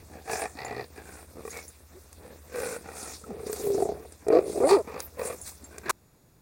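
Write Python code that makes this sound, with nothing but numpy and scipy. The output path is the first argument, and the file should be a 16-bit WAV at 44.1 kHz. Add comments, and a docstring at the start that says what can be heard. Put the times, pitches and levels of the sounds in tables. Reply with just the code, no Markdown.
"""A leashed dog strains on a sidewalk, panting and growling: noise puffs from uneven flaps of the throat folds
ring through moving resonances, and some grunts break into a sine moan or a yelp of gliding partials.
The collar tag rings in damped sines, the clasp ticks in short noise bursts, two low knocks and a higher chirp
are damped blips, and dry grass fizzes, over traffic hiss and a low drone. It all cuts off mid-snort,
to a quiet street."""
import sys
import numpy as np
from scipy import signal
from scipy.fft import rfft, irfft, next_fast_len
from scipy.io import wavfile
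from scipy.ndimage import uniform_filter1d, map_coordinates

SR = 44100
rng = np.random.default_rng(int(sys.argv[2]) if len(sys.argv) > 2 else 0)


def undo_db(level):
    """Turn decibels back into plain size, where 20 dB means ten times bigger."""
    steps = np.asarray(level, float) / 20
    return 10 ** steps


def materialize(psi):
    """Save the field psi as 16-bit PCM at rate SR to the path in sys.argv[1].

    A 1-D psi becomes a single channel; in a 2-D psi each row is a channel.
    """
    bounded = np.clip(np.atleast_2d(psi).T, -1, 1)
    quanta = np.round(bounded * 32767).astype(np.int16)
    wavfile.write(sys.argv[1], SR, quanta)


N = 283077  # length in samples
CUT_S = 5.9112
GRUNT_RISE_DB_PER_S, GRUNT_FALL_DB_PER_S = 553, 433
HISS_RISE_DB_PER_S, HISS_FALL_DB_PER_S, HISS_REST_DB = 334, 228, -62.5

# colour of the street hiss: pitch_hz, relative density_db_per_hz
STREET_COLOUR = [(22, -7), (80, 0), (156, -9), (444, -10), (2320, -21.5), (9220, -27.5), (16000, -23.5)]
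# low wavering hums: pitch_hz, mean level_db
DRONE_HUMS = [(65, -54.5), (79, -51)]
# the airway's rings drift as neck and jaw move: time_s, throat_hz, mouth_hz, front_of_mouth_hz
AIRWAY_RINGS = [(.4, 443, 741, 1670), (.65, 428, 726, 2003), (1.48, 443, 748, 1120), (1.53, 485, 740, 2250),
                (2.6, 493, 783, 1540), (3.75, 410, 696, 1010), (4.32, 427, 624, 1240),
                (4.6, 402, 624, 1071), (4.79, 457, 956, 1240), (5.2, 488.8, 666, 1030),
                (5.87, 399.7, 636, 1660)]
# fixed rings of nose and lips: pitch_hz, width_hz
NOSE_RINGS = [(1150, 300), (1900, 200), (2420, 250)]
# each push of air through the folds: start_s, hold_s, throat level_db,
# then open mouth_db and front_of_mouth_db relative to the throat
GRUNTS = [(0.135, 0.05, -52, 2.5, -2.5), (0.294, .16, -41.5, 5.5, 2), (0.584, 0.12, -52, 12, 7.5),
          (0.729, 0.09, -42, -6, -4.5), (0.977, 0.025, -51, 0.5, 1.5), (1.07, 0.15, -59, 2, 4.5),
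          (1.374, 0.043, -49, -12.5, -10.5), (1.533, 0.06, -46.5, -7.5, 2), (2.225, 0.11, -51.5, -10, -9.5),
          (2.547, 0.21, -37, -13, -5.5), (2.857, 0.26, -52, -0.5, 0.5), (3.278, 0.31, -40.5, -12, -18),
          (3.65, 0.13, -26, -19, -29), (3.807, 0.11, -36.5, -3.5, -29), (3.954, 0.11, -48.5, -7, -13.5),
          (4.321, 0.067, -19.5, -7, -21), (4.448, 0.055, -33.5, -15, -26.5), (4.565, 0.08, -29, -5, -24.5),
          (4.697, 0.043, -24.5, 3, -8), (4.886, 0.11, -42, -5.5, -4.5), (5.194, 0.13, -35, -9, -8.5),
          (5.729, .03, -53.5, -4, 1), (5.868, 0.046, -37.5, -8, -1.5)]
# basic pace of the folds, slower in the long growl: time_s, flaps_per_s
FLAP_RATE = [(3.2, 57), (3.3, 31), (4.1, 31), (4.2, 50)]
# the strongest flaps of the folds: start_s, level_db
HARD_FLAPS = [(.276, -23.5), (.296, -23), (.331, -16), (.355, -19), (0.455, -18), (.618, -22), (.709, -27),
              (.746, -32), (0.795, -19), (1.393, -32), (1.451, -22.5), (1.477, -23.5), (2.557, -25),
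              (2.584, -22), (2.632, -16.5), (2.763, -23), (2.887, -24), (3.496, -18.5), (3.529, -19),
              (3.669, -16), (3.702, -14.5), (3.745, -21), (3.779, -17), (3.802, -17), (3.822, -9),
              (3.853, -13), (3.889, -15), (4.267, -15), (4.284, -8), (4.302, -4.5), (4.387, -17),
              (4.603, -10), (4.636, -6.5), (4.767, -12), (5.194, -19), (5.214, -19.5), (5.232, -26),
              (5.3, -23), (5.779, -29)]
# the lips curl and the flaps rattle high up: start_s, hold_s, level_db
RASPS = [(0.58, 0.043, -50.5), (0.768, 0.07, -57), (4.705, 0.013, -43)]
# blown air or brushed grass: start_s, hold_s, level_db
HISSES = [(0.318, 0.091, -37.5), (1.083, 0.13, -55.5), (1.465, 0.14, -49.5), (2.575, 0.15, -40.5),
          (2.955, 0.19, -42.5), (3.471, 0.36, -44.5), (4.478, 0.13, -46), (4.693, 0.011, -36.5),
          (5.261, 0.014, -39), (5.473, 0.005, -38)]
# colour of blown air, also of the ticks: pitch_hz, relative density_db_per_hz
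AIR_COLOUR = [(1820, -7.5), (3100, -12), (5120, -4.5), (9300, 1.5), (12300, -15), (16000, -10.5)]
# short damped blips, two low knocks and one higher chirp: start_s, level_db, pitch_hz
BLIPS = [(.553, -35, 276), (5.633, -36, 263), (3.24, -35.5, 1300)]
# voiced yelps, one list each: time_s, pitch_hz, level_db before the airway's colour
YELPS = [
    [(4.315, 155.7, -21), (4.36, 160.5, -25), (4.385, 172, -17)],
    [(4.605, 226.4, -28.5), (4.645, 262.1, -19.5), (4.695, 347.2, -30), (4.725, 397.4, -14),
     (4.755, 410.5, -18), (4.785, 244.5, -28.5), (4.822, 184, -34)],
]
# how throat and mouth colour a yelp's partials: pitch_hz, gain_db
VOICE_COLOUR = [(170, -41), (310, 1), (500, 5.5), (660, 1), (800, -19.5), (1200, -17), (1600, -35.5)]
# single sine lines, one list each: the growl's 120 Hz overtone, a brief note, a sinking note
# and a moan: time_s, pitch_hz, level_db
SINE_LINES = [
    [(.6, 125, -52.5), (.84, 120, -43.5)],
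    [(1.945, 350, -48), (1.995, 392, -45.5)],
    [(3.285, 288, -34), (3.335, 150, -40.5)],
    [(3.63, 425, -30), (3.69, 398.5, -23.5), (3.79, 389, -31.5)],
]
# blows on the collar tag: start_s, level_db of the favoured mode, pitch_hz of that mode
TAG_HITS = [(0.6494, -38.5, 7140), (1.505, -38, 6580), (1.68, -40.5, 9860), (5.4144, -36.5, 9950),
            (5.642, -42, 7460)]
# dry ticks of clasp, claws and grit: start_s, level_db
TICKS = [(1.572, -35), (2.1288, -39.5), (3.5296, -25.5), (4.123, -40.5), (4.284, -32), (5.0037, -28),
         (5.783, -31.5)]
# fine high fizz of dry grass: start_s, hold_s, level_db
FIZZ = [(1.506, 0.17, -55), (3.52, 0.15, -41), (4.995, 0.036, -37), (5.192, 0.14, -46),
        (5.457, 0.029, -42.5)]
# colour of the snort: pitch_hz, relative density_db_per_hz
SNORT_COLOUR = [(200, -22), (1100, 0), (3020, -16.5), (9230, -15.5), (16000, -28)]
# colour of the calmer spot: pitch_hz, relative density_db_per_hz
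QUIET_COLOUR = [(22, -7.5), (125, -13.5), (2450, -39.5), (7000, -40.5), (16000, -40)]


def unit(x):
    """Scaled to rms 1."""
    return x / np.sqrt(np.mean(x ** 2) + 1e-20)


def curves(rows):
    """One value per sample for each column after the time."""
    s, *columns = np.transpose(rows)
    return [np.interp(np.arange(N) / SR, s, column) for column in columns]


def wobble(rate):
    """A smooth random curve, rate knots a second."""
    knots = rng.standard_normal(int(N * rate / SR) + 4)
    return map_coordinates(knots, [np.arange(N) * rate / SR])


def filtered(x, response):
    """x times a complex response of frequency."""
    m = next_fast_len(N + SR // 2)
    return irfft(rfft(x, m) * response(np.fft.rfftfreq(m, 1 / SR)), m)[:N]


def resonate(x, rings):
    """x through parallel resonances, each opposite in polarity to the one before."""
    def response(f):
        return sum((-1) ** k * 1j * f * width / (hz * hz - f * f + 1j * f * width)
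                   for k, (hz, width) in enumerate(rings))
    return filtered(x, response)


def moving_ring(x, hz, width_hz):
    """A steep resonance that follows a frequency curve: shift down, low-pass three times, shift back."""
    turn = np.exp(2j * np.pi * np.cumsum(hz) / SR)
    pole = np.exp(-np.pi * width_hz / SR)
    return unit(np.real(turn * signal.lfilter([1], np.poly([pole, pole, pole]), x / turn)))


def noise(spectrum):
    """Coloured noise of rms 1."""
    hz, db = np.transpose(spectrum)
    white = rng.standard_normal(N)
    return unit(filtered(white, lambda f: undo_db(np.interp(np.log(f + 1), np.log(hz + 1), db))))


def patchy(x, depth_db):
    """Random soft patches of gain over time and frequency."""
    z = signal.stft(x, nperseg=256)[2]
    field = uniform_filter1d(rng.standard_normal(z.shape), size=16, axis=0)
    field = uniform_filter1d(field, size=14, axis=1)
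    return unit(signal.istft(z * undo_db(depth_db * unit(field)), nperseg=256)[1][:N])


def swell(start_s, hold_s, rise, fall):
    """Gain of one burst: climbs at rise dB a second, holds, sinks at fall dB a second."""
    t = np.arange(N) / SR - start_s
    return undo_db(np.minimum(0, np.minimum(rise * t, fall * (hold_s - t))))


def effort():
    """Gains of throat, mouth and front of mouth, summed over all grunts."""
    gains = 0
    for s, hold, db, mouth_db, front_db in GRUNTS:
        levels = undo_db(db + np.array([0, mouth_db, front_db]))
        gains = gains + np.outer(levels, swell(s, hold, GRUNT_RISE_DB_PER_S, GRUNT_FALL_DB_PER_S))
    return gains


def voicing(rows):
    """1 while a yelp or sine line sounds, with short fades."""
    t = np.arange(N) / SR
    return np.clip(np.minimum(t - rows[0][0], rows[-1][0] - t) / 0.011, 0, 1)


def add(track, s, sound):
    """Mix a sound in at a time."""
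    part = track[round(s * SR):][:len(sound)]
    part += sound[:len(part)]


def street():
    """Far traffic hiss, two low wavering hums that beat against each other, and a thin high whine."""
    t = np.arange(N) / SR
    drone = np.zeros(N)
    for hz, db in DRONE_HUMS:
        drone += undo_db(db + 1.8 * wobble(11)) * np.sin(2 * np.pi * hz * t + .9 * wobble(4.4))
    whine = undo_db(-76) * np.sin(2 * np.pi * 13714 * t)
    return undo_db(-54.5) * patchy(noise(STREET_COLOUR), depth_db=3.0) + drone + whine


def growl():
    """Folds flap some thirty to sixty times a second, unevenly; each flap's puff rings throat and mouth."""
    throat_gain, mouth_gain, front_gain = effort()
    throat_hz, mouth_hz, front_hz = curves(AIRWAY_RINGS)
    turns = np.cumsum(curves(FLAP_RATE)[0] * undo_db(1.8 * wobble(30))) / SR
    # the hard flaps are beats of the same train: whole turns fall on them
    beats = turns[[0, *(round(s * SR) for s, _ in HARD_FLAPS), -1]]
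    whole_turns = np.cumsum(np.maximum(1, np.round(np.diff(beats, prepend=0))))
    turns = np.interp(turns, beats, whole_turns)
    # every flap draws its own strength and dies away within its turn
    size = undo_db(9 * rng.random(N // 100))[turns.astype(int)]
    puff = size * np.exp(-3.5 * (turns % 1))
    kick = np.diff(np.floor(turns), prepend=0) * size

    def voice(kicks, steady):
        """Clicks of the flaps plus breath that puffs over a steady flow."""
        return kicks * unit(kick) + unit(puff + steady) * rng.standard_normal(N)

    # the flapping calms during the yelps and the moan
    calm = 1 - 0.3 * sum(voicing(rows) for rows in YELPS + SINE_LINES[3:])
    throat = calm * moving_ring(voice(0.48, 1.0), throat_hz, width_hz=163)
    mouth = calm * moving_ring(voice(0.29, 0.67), mouth_hz, width_hz=288)
    nose = unit(resonate(voice(0.046, 1.0), NOSE_RINGS))
    front = unit(nose + 0.88 * moving_ring(voice(0.51, 0.63), front_hz, width_hz=240))

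    # the rasp turns from rattle to breath during the yelps and the moan
    rasp = moving_ring(voice(.8 * calm, .05 + 4 * (1 - calm)), np.full(N, 4500), width_hz=1700)
    rasp_gain = undo_db(-15.5) * front_gain
    for s, hold, db in RASPS:
        rasp_gain = rasp_gain + undo_db(db) * swell(s, hold, GRUNT_RISE_DB_PER_S, GRUNT_FALL_DB_PER_S)

    # the chest swells less than the throat does
    chest_ring = moving_ring(voice(0.68, 0.11), 0.49 * throat_hz, width_hz=790)
    chest = undo_db(-30.5) * throat_gain ** 0.39 * chest_ring

    # blown air and brushed grass: a patchy hiss strewn with fine grit, 150 grains a second
    grit = (rng.random(N) < 150 / SR) * 6.8 * rng.random(N)
    air = unit(puff + 3.1) * patchy(noise(AIR_COLOUR), depth_db=3.5) + grit * noise(AIR_COLOUR)
    air_gain = undo_db(HISS_REST_DB)
    for s, hold, db in HISSES:
        air_gain = air_gain + undo_db(db) * swell(s, hold, HISS_RISE_DB_PER_S, HISS_FALL_DB_PER_S)

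    airway = throat_gain * throat + mouth_gain * mouth + front_gain * front
    return airway + rasp_gain * rasp + chest + air_gain * unit(air)


def flaps():
    """A hard flap rings throat, mouth and front of mouth as they stand at that moment."""
    out, t = np.zeros(N), np.arange(SR // 20) / SR
    rings_hz, gains = np.array(curves(AIRWAY_RINGS)), effort() * [[1], [1], [.6]]
    # seconds to fall 60 dB, ring by ring, after a soft onset
    fades = undo_db(-60 * t / [[.05], [.04], [.03]]) * (1 - np.exp(-t / 0.0013))
    nose = sum(np.sin(2 * np.pi * hz * t) for hz, _ in NOSE_RINGS)
    for s, db in HARD_FLAPS:
        at = round(s * SR)
        rings = np.sin(2 * np.pi * rings_hz[:, at, None] * t)
        rings = rings + np.outer([0, 0, .7], nose)  # the nose joins the front of the mouth
        balance = gains[:, at] / gains[:, at].sum()
        add(out, s, undo_db(db) * balance @ (rings * fades))
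    return out


def blips():
    """Two low knocks and one higher chirp, each a single heavily damped ring."""
    out, t = np.zeros(N), np.arange(SR // 20) / SR
    onset = 1 - np.exp(-t / 0.00071)
    for s, db, hz in BLIPS:
        add(out, s, undo_db(db - 60 * t / 0.042) * np.sin(2 * np.pi * hz * t) * onset)
    return out


def yelps():
    """Regular vibration of the folds: gliding partials coloured by the airway, plus single sine lines."""
    out = np.zeros(N)
    voice_hz, voice_db = np.transpose(VOICE_COLOUR)
    for rows in YELPS:
        hz, db = curves(rows)
        hz = uniform_filter1d(hz, size=600)
        phase = 2 * np.pi * np.cumsum(hz * (1 + 0.008 * wobble(120))) / SR
        for k in range(1, 10):
            colour_db = np.interp(np.log(k * hz), np.log(voice_hz), voice_db)
            # the higher the hoarser: upper partials flutter more in level and phase
            gain = undo_db(db + colour_db + .6 * k * wobble(80)) * voicing(rows)
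            out += gain * np.sin(k * phase + .3 * (k - 1) * wobble(110))
    for rows in SINE_LINES:
        hz, db = curves(rows)
        out += undo_db(db) * voicing(rows) * np.sin(2 * np.pi * np.cumsum(hz) / SR)
    return out


def collar():
    """The tag rings until fur damps it, mostly in the mode the blow favours; ticks are brief noise bursts."""
    out, t = np.zeros(N), np.arange(SR // 12) / SR
    damped = np.clip((.045 - t) / 0.038, 0, 1) * undo_db(-60 * t / 0.14)
    for s, db, hz in TAG_HITS:
        favoured = np.sin(2 * np.pi * hz * t)
        others = sum(np.sin(2 * np.pi * other_hz * t) for _, _, other_hz in TAG_HITS if other_hz != hz)
        add(out, s, undo_db(db) * (favoured + undo_db(-9.5) * others) * damped)
    bright = noise(AIR_COLOUR)
    for s, db in TICKS:
        add(out, s, undo_db(db - 60 * t / 0.016) * bright[round(s * SR):][:len(t)])
    return out


def fizz():
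    """Paws scuff dry grass: a thin hiss at the very top that starts sharply."""
    gain = sum(undo_db(db) * swell(s, hold, 1500, 300) for s, hold, db in FIZZ)
    return gain * patchy(noise([(8000, -20), (14500, -9)]), depth_db=7)


def snort():
    """A sharp blast of air through the nose: coloured noise with a steep onset."""
    onset = np.clip((np.arange(N) / SR - 5.894) / 0.00093, 0, 1)
    return undo_db(-22.5) * onset * noise(SNORT_COLOUR)


def quiet_street():
    """A much calmer spot: soft coloured noise with a faint, wavering high whine."""
    whine = np.sin(2 * np.pi * 6900 * np.arange(N) / SR) * undo_db(2.0 * wobble(27))
    return undo_db(-58.0) * noise(QUIET_COLOUR) + undo_db(-77.0) * whine


def scene():
    """The straining dog on its street, cut abruptly to the calmer spot."""
    before = np.clip((CUT_S - np.arange(N) / SR) / 0.0022, 0, 1)
    dog = growl() + flaps() + yelps() + collar() + blips() + fizz() + snort()
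    return (before * (dog + street()) + (1 - before) * quiet_street())[None]


def roll_off(x):
    """The treble ends steeply here."""
    return signal.sosfilt(signal.butter(12, 17010, fs=SR, output="sos"), x)


def record(dry):
    """The microphone rolls off the deepest bass and its housing dips near 3 kHz."""
    def response(f):
        dip = undo_db(-9 * np.exp(-((f - 3050) / 250) ** 2))
        bass_cut = 1j * f / (60 + 1j * f)
        band_limit = f < 16030
        return dip * bass_cut * band_limit
    mix = filtered(dry[0], response)[None]
    return roll_off(mix)


dry = scene()
out = record(dry)
materialize(out)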